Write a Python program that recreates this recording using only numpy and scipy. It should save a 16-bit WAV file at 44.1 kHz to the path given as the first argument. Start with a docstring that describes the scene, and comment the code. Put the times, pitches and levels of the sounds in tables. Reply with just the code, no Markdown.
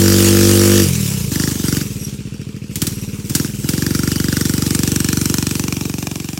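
"""A four-stroke single on a mini bike roars flat out about 2 m from the microphone, its rear tyre spinning in dirt.
The throttle shuts, is blipped, the engine sinks to a lumpy idle and catches again with a few sharp pops.
Then it putters off across a lawn, turning its exhaust towards the listener; a wood echoes faintly.
Pulses timed by the crank ring resonances for exhaust and intake and carry bursts of gas noise; harmonics
make the full-throttle drone, and filtered noise the fan, chain, grit, pops and clutch squeal."""
import sys
import numpy as np
from scipy import signal
from scipy.fft import rfft, irfft
from scipy.io import wavfile
from scipy.ndimage import uniform_filter1d

SR = 44100
rng = np.random.default_rng(int(sys.argv[2]) if len(sys.argv) > 2 else 0)


def inscribe(sig):
    """Save sig as 16-bit PCM at rate SR to the path in sys.argv[1].

    A 1-D sig is mono; a 2-D sig holds one channel per row.
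    Samples are clipped to [-1, 1] before scaling.
    """
    pcm = np.round(np.clip(np.atleast_2d(sig).T, -1, 1) * 32767)
    wavfile.write(sys.argv[1], SR, pcm.astype(np.int16))


N = 281790
TIME = np.arange(N) / SR
NEAR_M = 2.05  # distance from the microphone to the bike at its nearest


def undb(db):
    """Decibels to gain."""
    return 10 ** (np.asarray(db) / 20)


def curves(table):
    """Each column of a table of (time [s], ..) rows, sample by sample."""
    s, *columns = np.transpose(table)
    return [np.interp(TIME, s, c) for c in columns]


def unit(x):
    """Scale to rms 1."""
    return x / np.sqrt(np.mean(x ** 2) + 1e-18)


def noise():
    """White noise."""
    return rng.standard_normal(N)


def walk(rate):
    """Random levels, each held 1 / rate seconds, then slewed and scaled to rms 1."""
    hold = int(SR / rate)
    steps = noise()[np.arange(N) // hold]
    return unit(uniform_filter1d(steps, hold))


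def ring(x, hz, width_hz):
    """One resonance, gain 1 at its centre."""
    return signal.lfilter(*signal.iirpeak(hz, hz / width_hz, fs=SR), x + 1e-18)


def colour(x, points, size=2048):
    """Minimum-phase filter through (frequency [Hz], level [dB]) points that keeps the power of white noise."""
    hz, db = np.transpose(points)
    bins_hz = np.arange(size // 2 + 1) * SR / size
    log_gain = np.log(undb(np.interp(np.log(bins_hz + 1), np.log(hz), db)))
    # folding the cepstrum onto positive times makes the response causal
    cepstrum = irfft(log_gain)[:size // 2]
    cepstrum[0] = 0
    response = irfft(np.exp(rfft(2 * cepstrum, size)))
    return signal.fftconvolve(x, response / np.linalg.norm(response))[:N]


def strokes(turn, rate, scatter_db):
    """One pulse of uneven size whenever the cycle count passes a whole number; rms near 1."""
    at = np.flatnonzero(np.diff(np.floor(turn)) > 0)
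    pulses = np.zeros(N)
    pulses[at] = np.sqrt(SR / rate[at]) * undb(scatter_db * noise()[:len(at)])
    return pulses


def fade(pulses, decay_s):
    """Envelope that carries each pulse's energy in an exponential tail."""
    keep = np.exp(-2 / (decay_s * SR))
    return np.sqrt(signal.lfilter([1 - keep], [1, -keep], pulses ** 2 + 1e-18))


def twist(opens, shuts, opening):
    """The throttle opens, is held and shuts."""
    open_s, shut_s = 0.058, 0.084  # time each movement takes
    opened = np.clip((TIME - opens) / open_s, 0, 1)
    return opening * opened * np.clip(1 - (TIME - shuts) / shut_s, 0, 1)


def throttle():
    """The widest of the twists at each moment, never less than the idle opening."""
    # twists of the grip: (opens [s], shuts [s], opening [0-1])
    twists = [(-.2, .81, 1), (1.278, 1.484, 0.86), (1.448, 1.6, 0.63), (1.59, 1.79, 0.91),
              (2.76, 2.86, 0.69), (3.28, 3.43, 0.86), (3.609, 6.6, 0.86)]
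    idle_opening = 0.1
    return np.clip(np.max([twist(*row) for row in twists], axis=0), idle_opening, 1)


def pipe(x):
    """Gas rings the pipe; the lows come out last, so each thump falls in pitch."""
    # resonances that the gas passes one after another: (frequency [Hz], width [Hz])
    pipe_modes = [(77, 26.3), (149, 64.4), (301, 84.7)]
    for hz, width_hz in pipe_modes:
        x = ring(x, hz, width_hz)
    return 2 * ring(x, hz=117, width_hz=87) - x  # all-pass: delays the lows


def thumps(turn, rate):
    """Firing: one blast a cycle through the pipe, and a gulp of the intake that rings the air box."""
    blast = np.roll(strokes(turn, rate, scatter_db=.5), int(0.00082 * SR))
    gulp = strokes(turn - .52, rate, scatter_db=3.0)  # about half a cycle after the blast
    air_box = ring(ring(gulp, hz=258, width_hz=104), hz=339.0, width_hz=52)
    shove = ring(ring(blast, hz=48.4, width_hz=11), hz=62.6, width_hz=50)  # bare push of gas at the outlet
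    return undb(49) * pipe(blast) + undb(10.5) * air_box + undb(-1) * shove


def drone(turn):
    """Flat out, the thumps merge into steady harmonics, the low ones lagging."""
    # harmonics at full throttle: (multiple of the cycle rate, relative level [dB])
    harmonics = [(1, -19), (2, 2.5), (3, -15.5), (4, 2), (5, -3.5), (6, -9), (7, 2), (8, -56), (9, -13.5),
                 (10, -8.5), (11, -14), (13, -27.5), (16, -25), (20, -34)]
    tone = np.zeros(N)
    for k, db in harmonics:
        level = undb(db + .5 * walk(14.7))
        tone += level * np.cos(2 * np.pi * (k * turn - 1.106 * np.log(k)))
    return unit(tone)


def can(turn, rate):
    """The silencer can rings briefly in the wake of each blast, a hollow note."""
    lag = 0.3  # share of a cycle after the blast
    return undb(-26.5) * ring(strokes(turn - lag, rate, scatter_db=0.5), hz=863, width_hz=124)


def coasting(turn, rate):
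    """Throttle shut: the cylinder sucks as the valve opens, the piston pushes; the valve gear clacks at both."""
    lead = np.interp(rate, [13.5, 19.5, 26], [.29, .19, .02])  # share of a cycle between suck and push
    suck = strokes(turn + lead, rate, scatter_db=.5)
    push = np.roll(strokes(turn, rate, scatter_db=.6), int(.001 * SR))
    low = ring(ring(ring(suck, hz=120, width_hz=62), hz=123, width_hz=177), hz=204, width_hz=380)
    high = ring(ring(ring(push, hz=203.2, width_hz=15.0), hz=145, width_hz=61), hz=170, width_hz=1900)
    shove = ring(ring(suck, hz=66.0, width_hz=17), hz=59.5, width_hz=12)
    air_box = ring(ring(suck + push, hz=450, width_hz=54), hz=415, width_hz=48)
    gas = undb(28.0) * low + undb(30.5) * high + undb(24.5) * shove + undb(11.5) * air_box
    soft = signal.sosfilt(signal.butter(4, 520, fs=SR, output="sos"), gas)
    knocks = fade(suck + push, decay_s=0.014) * noise()
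    clack = unit(ring(ring(knocks, hz=2530, width_hz=660), hz=2460, width_hz=910))
    return soft + undb(-19.5) * clack


def spits(pulses, memory, order=440):
    """A few ms of turbulent gas after each pulse; its shape is partly carried over from cycle to cycle."""
    at = np.flatnonzero(pulses)
    shapes = rng.standard_normal((len(at), order))
    keep = np.clip(memory, 0, .99)
    for k in range(1, len(at)):
        shapes[k] = keep * shapes[k - 1] + np.sqrt(1 - keep ** 2) * shapes[k]
    t = TIME[:order]
    envelope = (1 - np.exp(-t / 0.00046)) * np.exp(-t / 0.0032)
    out = np.zeros(N + order)
    out[at[:, None] + np.arange(order)] = pulses[at, None] * shapes * envelope / np.linalg.norm(envelope)
    return out[:N]


def cracks(turn, rate, crack_db):
    """Each blast starts with a steep front and a spit of gas, coloured by where the pipe points."""
    # view of the bike: (time [s], heading [0 side, 1 turning, 2 behind])
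    headings = [(4.3, 0.15), (4.85, 0.94), (5.35, 1.21), (5.85, 1.6)]
    # exhaust crack from the side, while turning and from behind: (frequency [Hz], level [dB])
    side = [(200, -1), (500, -20.5), (900, -28), (1400, 4.5), (2000, 1.5), (2400, -9.5), (3700, -19.5),
            (4900, 3), (6200, -10), (7600, -8.5), (9500, -18.5), (12000, -7.5), (16000, -22)]
    turning = [(200, -17), (500, -10.5), (1000, -15.5), (1450, 2), (1900, -7), (2450, -5), (3200, -8.5),
               (4100, -2.5), (4700, -9), (5600, 5.5), (6700, -6.5), (8000, 3.5), (9500, -18), (11700, -6),
               (16000, -16)]
    behind = [(200, -37), (500, -7), (880, 4.5), (1450, -8.5), (2000, -12), (2450, 3), (3000, -1),
              (4300, -15), (5700, -2.5), (7500, -6), (8500, -22), (16000, -16)]
    # strength of the crack in those three views: (level [dB])
    view_db = [-2, 3, 3.5]
    # modes of the exhaust's thin steel: (frequency [Hz], width [Hz], level [dB])
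    steel_modes = [(1468, 89, -2), (4630, 53, 2.5), (4930, 41, 7), (5620, 37, 15.5), (7470, 210, -11)]

    pulses = strokes(turn, rate, scatter_db=1.7) * undb(crack_db)
    front = pulses + .5 * np.roll(pulses, int(.0017 * SR))  # and its bounce inside the pipe
    gas = undb(-2.5) * front + undb(-3) * spits(pulses, memory=.6)
    gas = np.roll(gas, int(.0004 * SR))
    heading, = curves(headings)
    bark = np.zeros(N)
    for k, view in enumerate((side, turning, behind)):
        share = np.clip(1 - abs(heading - k), 0, 1)
        bark += share * undb(view_db[k]) * colour(gas, view)
    # the gas also rings the steel, which fades out as the bike turns from its side
    steel = sum(undb(db) * ring(gas, hz, width_hz) for hz, width_hz, db in steel_modes)
    return bark + undb(3) * np.clip(1 - heading, 0, 1) * steel


def pops():
    """Unburnt fuel goes off in the pipe: sharp bangs, each with a hissing tail."""
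    # bangs: (time [s], relative level [dB])
    bangs = [(2.7568, -10), (2.818, -4.5), (2.8683, -6.5), (3.2968, -12), (3.3508, -0.5), (3.689, -6.5)]
    # their colour: (frequency [Hz], level [dB])
    bang_colour = [(300, -18), (900, -7), (1600, 1), (3000, 0.5), (5500, 6), (8500, 6.5), (12000, 2),
                   (16000, 2.5)]
    pulses = np.zeros(N)
    for s, db in bangs:
        pulses[int(s * SR)] = undb(db)
    envelope = undb(15.5) * fade(pulses, decay_s=0.0076) + undb(6) * fade(pulses, decay_s=0.069)
    return colour(envelope * noise(), bang_colour)


def flicker(x, patchy_db, size=512):
    """The hiss flickers in patches a few hundred hertz wide and some tens of ms long."""
    bands = signal.stft(x, nperseg=size)[2]
    patches = rng.standard_normal(bands.shape)
    patches = uniform_filter1d(patches, size=5, axis=0)  # across frequency
    patches = uniform_filter1d(patches, size=7, axis=1)  # along time
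    patchy = signal.istft(bands * undb(patchy_db * unit(patches)), nperseg=size)[1][:N]
    return unit(patchy) * np.std(x)


def rush(turn, rate, roar):
    """Fan hiss that swells once a cycle, with chain rattle and thrown grit; duller at low revs."""
    # colour of fan, chain and tyre: (frequency [Hz], level [dB])
    rush_colour = [(150, -20.5), (450, 7), (650, -11), (900, -8), (1300, -6.5), (1900, -8.5), (2800, -1.5),
                   (4200, -4), (5500, 0), (7500, 0.5), (10000, -3), (16000, -6)]
    swell_db = 1.0 * np.cos(2 * np.pi * (turn - .15)) + 0.62 * walk(40)
    ticks = (rng.random(N) < 260 / SR) * undb(4 * noise())  # about 260 a second
    grit = unit(fade(ticks, decay_s=.0012) * noise())
    air = undb(-1.5) * noise() + undb(-7 - 3 * roar) * grit
    # moving parts clatter the same way on every cycle, which draws harmonics at high revs
    clatter = unit(np.interp(turn % 1, np.linspace(0, 1, 110), noise()[:110]))
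    hiss = colour(flicker(air, patchy_db=2.5) + undb(-12.0) * roar * clatter, rush_colour)
    dull = signal.sosfilt(signal.butter(1, 3800, fs=SR, output="sos"), hiss)
    bright = np.clip((rate - 14) / 7, 0, 1)
    return (dull + bright * (hiss - dull)) * undb(swell_db)


def clutch():
    """The slipping clutch sings: its shoes rub the drum in short swells and ring its modes."""
    # swells: (middle [s], length [s], level [dB])
    squeals = [(2.039, 0.12, -44), (2.97, 0.4, -52), (3.6, 0.21, -60)]
    # modes of the drum: (frequency [Hz], width [Hz], level [dB])
    drum_modes = [(5720, 320, 12), (8250, 450, 5.8), (11350, 510, 7.3)]
    rub = sum(undb(db) * np.exp(-(2 * (TIME - s) / length) ** 2 * 2) for s, length, db in squeals)
    chatter = undb(3 * walk(120))
    song = sum(undb(db) * unit(ring(ring(noise(), hz, width), hz, width)) for hz, width, db in drum_modes)
    return rub * chatter * song


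def distance():
    """Metres to the bike as it pulls away from a standstill, at first across the line of sight."""
    leaves_s, accel_m_s2 = 4.23, 2.26
    travelled = accel_m_s2 * np.maximum(TIME - leaves_s, 0) ** 2 / 2
    return np.hypot(NEAR_M, travelled)


def trees(x, t60_s, echo_db):
    """A faint scattered echo from the edge of the wood."""
    t = TIME[:SR]
    tail = noise()[:SR] * undb(-60 * t / t60_s) * np.clip(t / 0.034, 0, 1)
    return undb(echo_db) * signal.fftconvolve(x, tail / np.linalg.norm(tail))[:N]


def scene():
    """The crank drives the engine layers; the throttle blends coasting and firing; speed and load set levels."""
    # engine speed: (time [s], engine cycles per second [Hz])
    speeds = [(0.0, 47.96), (0.79, 49.27), (1.32, 24.22), (1.45, 26.3), (1.6, 23.38), (1.79, 23.16),
              (1.84, 19.94), (2.34, 13.7), (2.66, 13.07), (2.78, 19.33), (3.23, 17.82), (3.33, 21.61),
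              (3.56, 19.82), (3.8, 23.39), (4.11, 24.01), (4.42, 23.65), (5.28, 23.66), (6.39, 22.77)]
    # cycles that fire harder than their neighbours: (time [s], extra crack [dB])
    hard_firings = [(4.662, 0), (4.833, 1.5), (4.917, 2.5), (5.086, 3.5), (5.256, 5), (5.383, 3.5),
                    (5.596, 0.5), (6.026, 2)]
    cruise_hz = 24  # cycle rate at which the base levels below hold
    merge_hz, merged_hz = 27.6, 39  # cycle rates between which the thumps merge into a drone
    grip_s, gripping_s = 2.28, 0.2  # the spinning tyre has its grip by then, and the time that takes
    aim_s, aim_width_s = 5.05, 0.58  # the pipe swings past the listener

    rate, = curves(speeds)
    turn = .18 + np.cumsum(rate) / SR  # engine cycles so far
    octaves = np.log2(rate / cruise_hz)
    firing = throttle()
    shut = 1 - firing
    roar = firing * np.clip((rate - merge_hz) / (merged_hz - merge_hz), 0, 1)
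    spin = np.clip((grip_s - TIME) / gripping_s, 0, 1)
    aim = np.exp(-((TIME - aim_s) / aim_width_s) ** 2 / 2)
    hard_db = sum(db * (abs(TIME - s) < .5 / cruise_hz) for s, db in hard_firings)

    coast = undb(-24.5 + 7 * octaves) * shut * coasting(turn, rate)
    thump = (firing - roar) * (undb(-16) * thumps(turn, rate) + can(turn, rate))
    exhaust = coast + thump + undb(-10.5) * roar * drone(turn)
    # with the bike's own swell below, the aim lifts the crack most and the rush only a little
    crack_db = -25.5 + 2 * octaves - 28.5 * shut + 2 * aim + hard_db
    rush_db = -25.5 + 7 * octaves - 6 * shut + 2.5 * spin - 0.5 * aim
    treble = cracks(turn, rate, crack_db) + undb(rush_db) * rush(turn, rate, roar) + pops()
    # the whole bike swells with the aim and fades with distance
    bike = (exhaust + treble + clutch()) * undb(1.65 * aim) * NEAR_M / distance()
    echo = trees(bike, t60_s=.4, echo_db=-17)
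    return (bike + echo)[None]


def record(dry):
    """The phone's microphone drops the deepest bass, rounds the highest peaks and cuts the top."""
    bass_cut = signal.butter(4, 36, "high", fs=SR, output="sos")
    lean = signal.sosfiltfilt(bass_cut, dry, padtype="even", padlen=4096)
    rounded = lean / (1 + (lean / .76) ** 8) ** (1 / 8)
    top_cut = signal.ellip(10, .2, 80, 15900, fs=SR, output="sos")
    return signal.sosfilt(top_cut, rounded)


dry = scene()
out = record(dry)
inscribe(out)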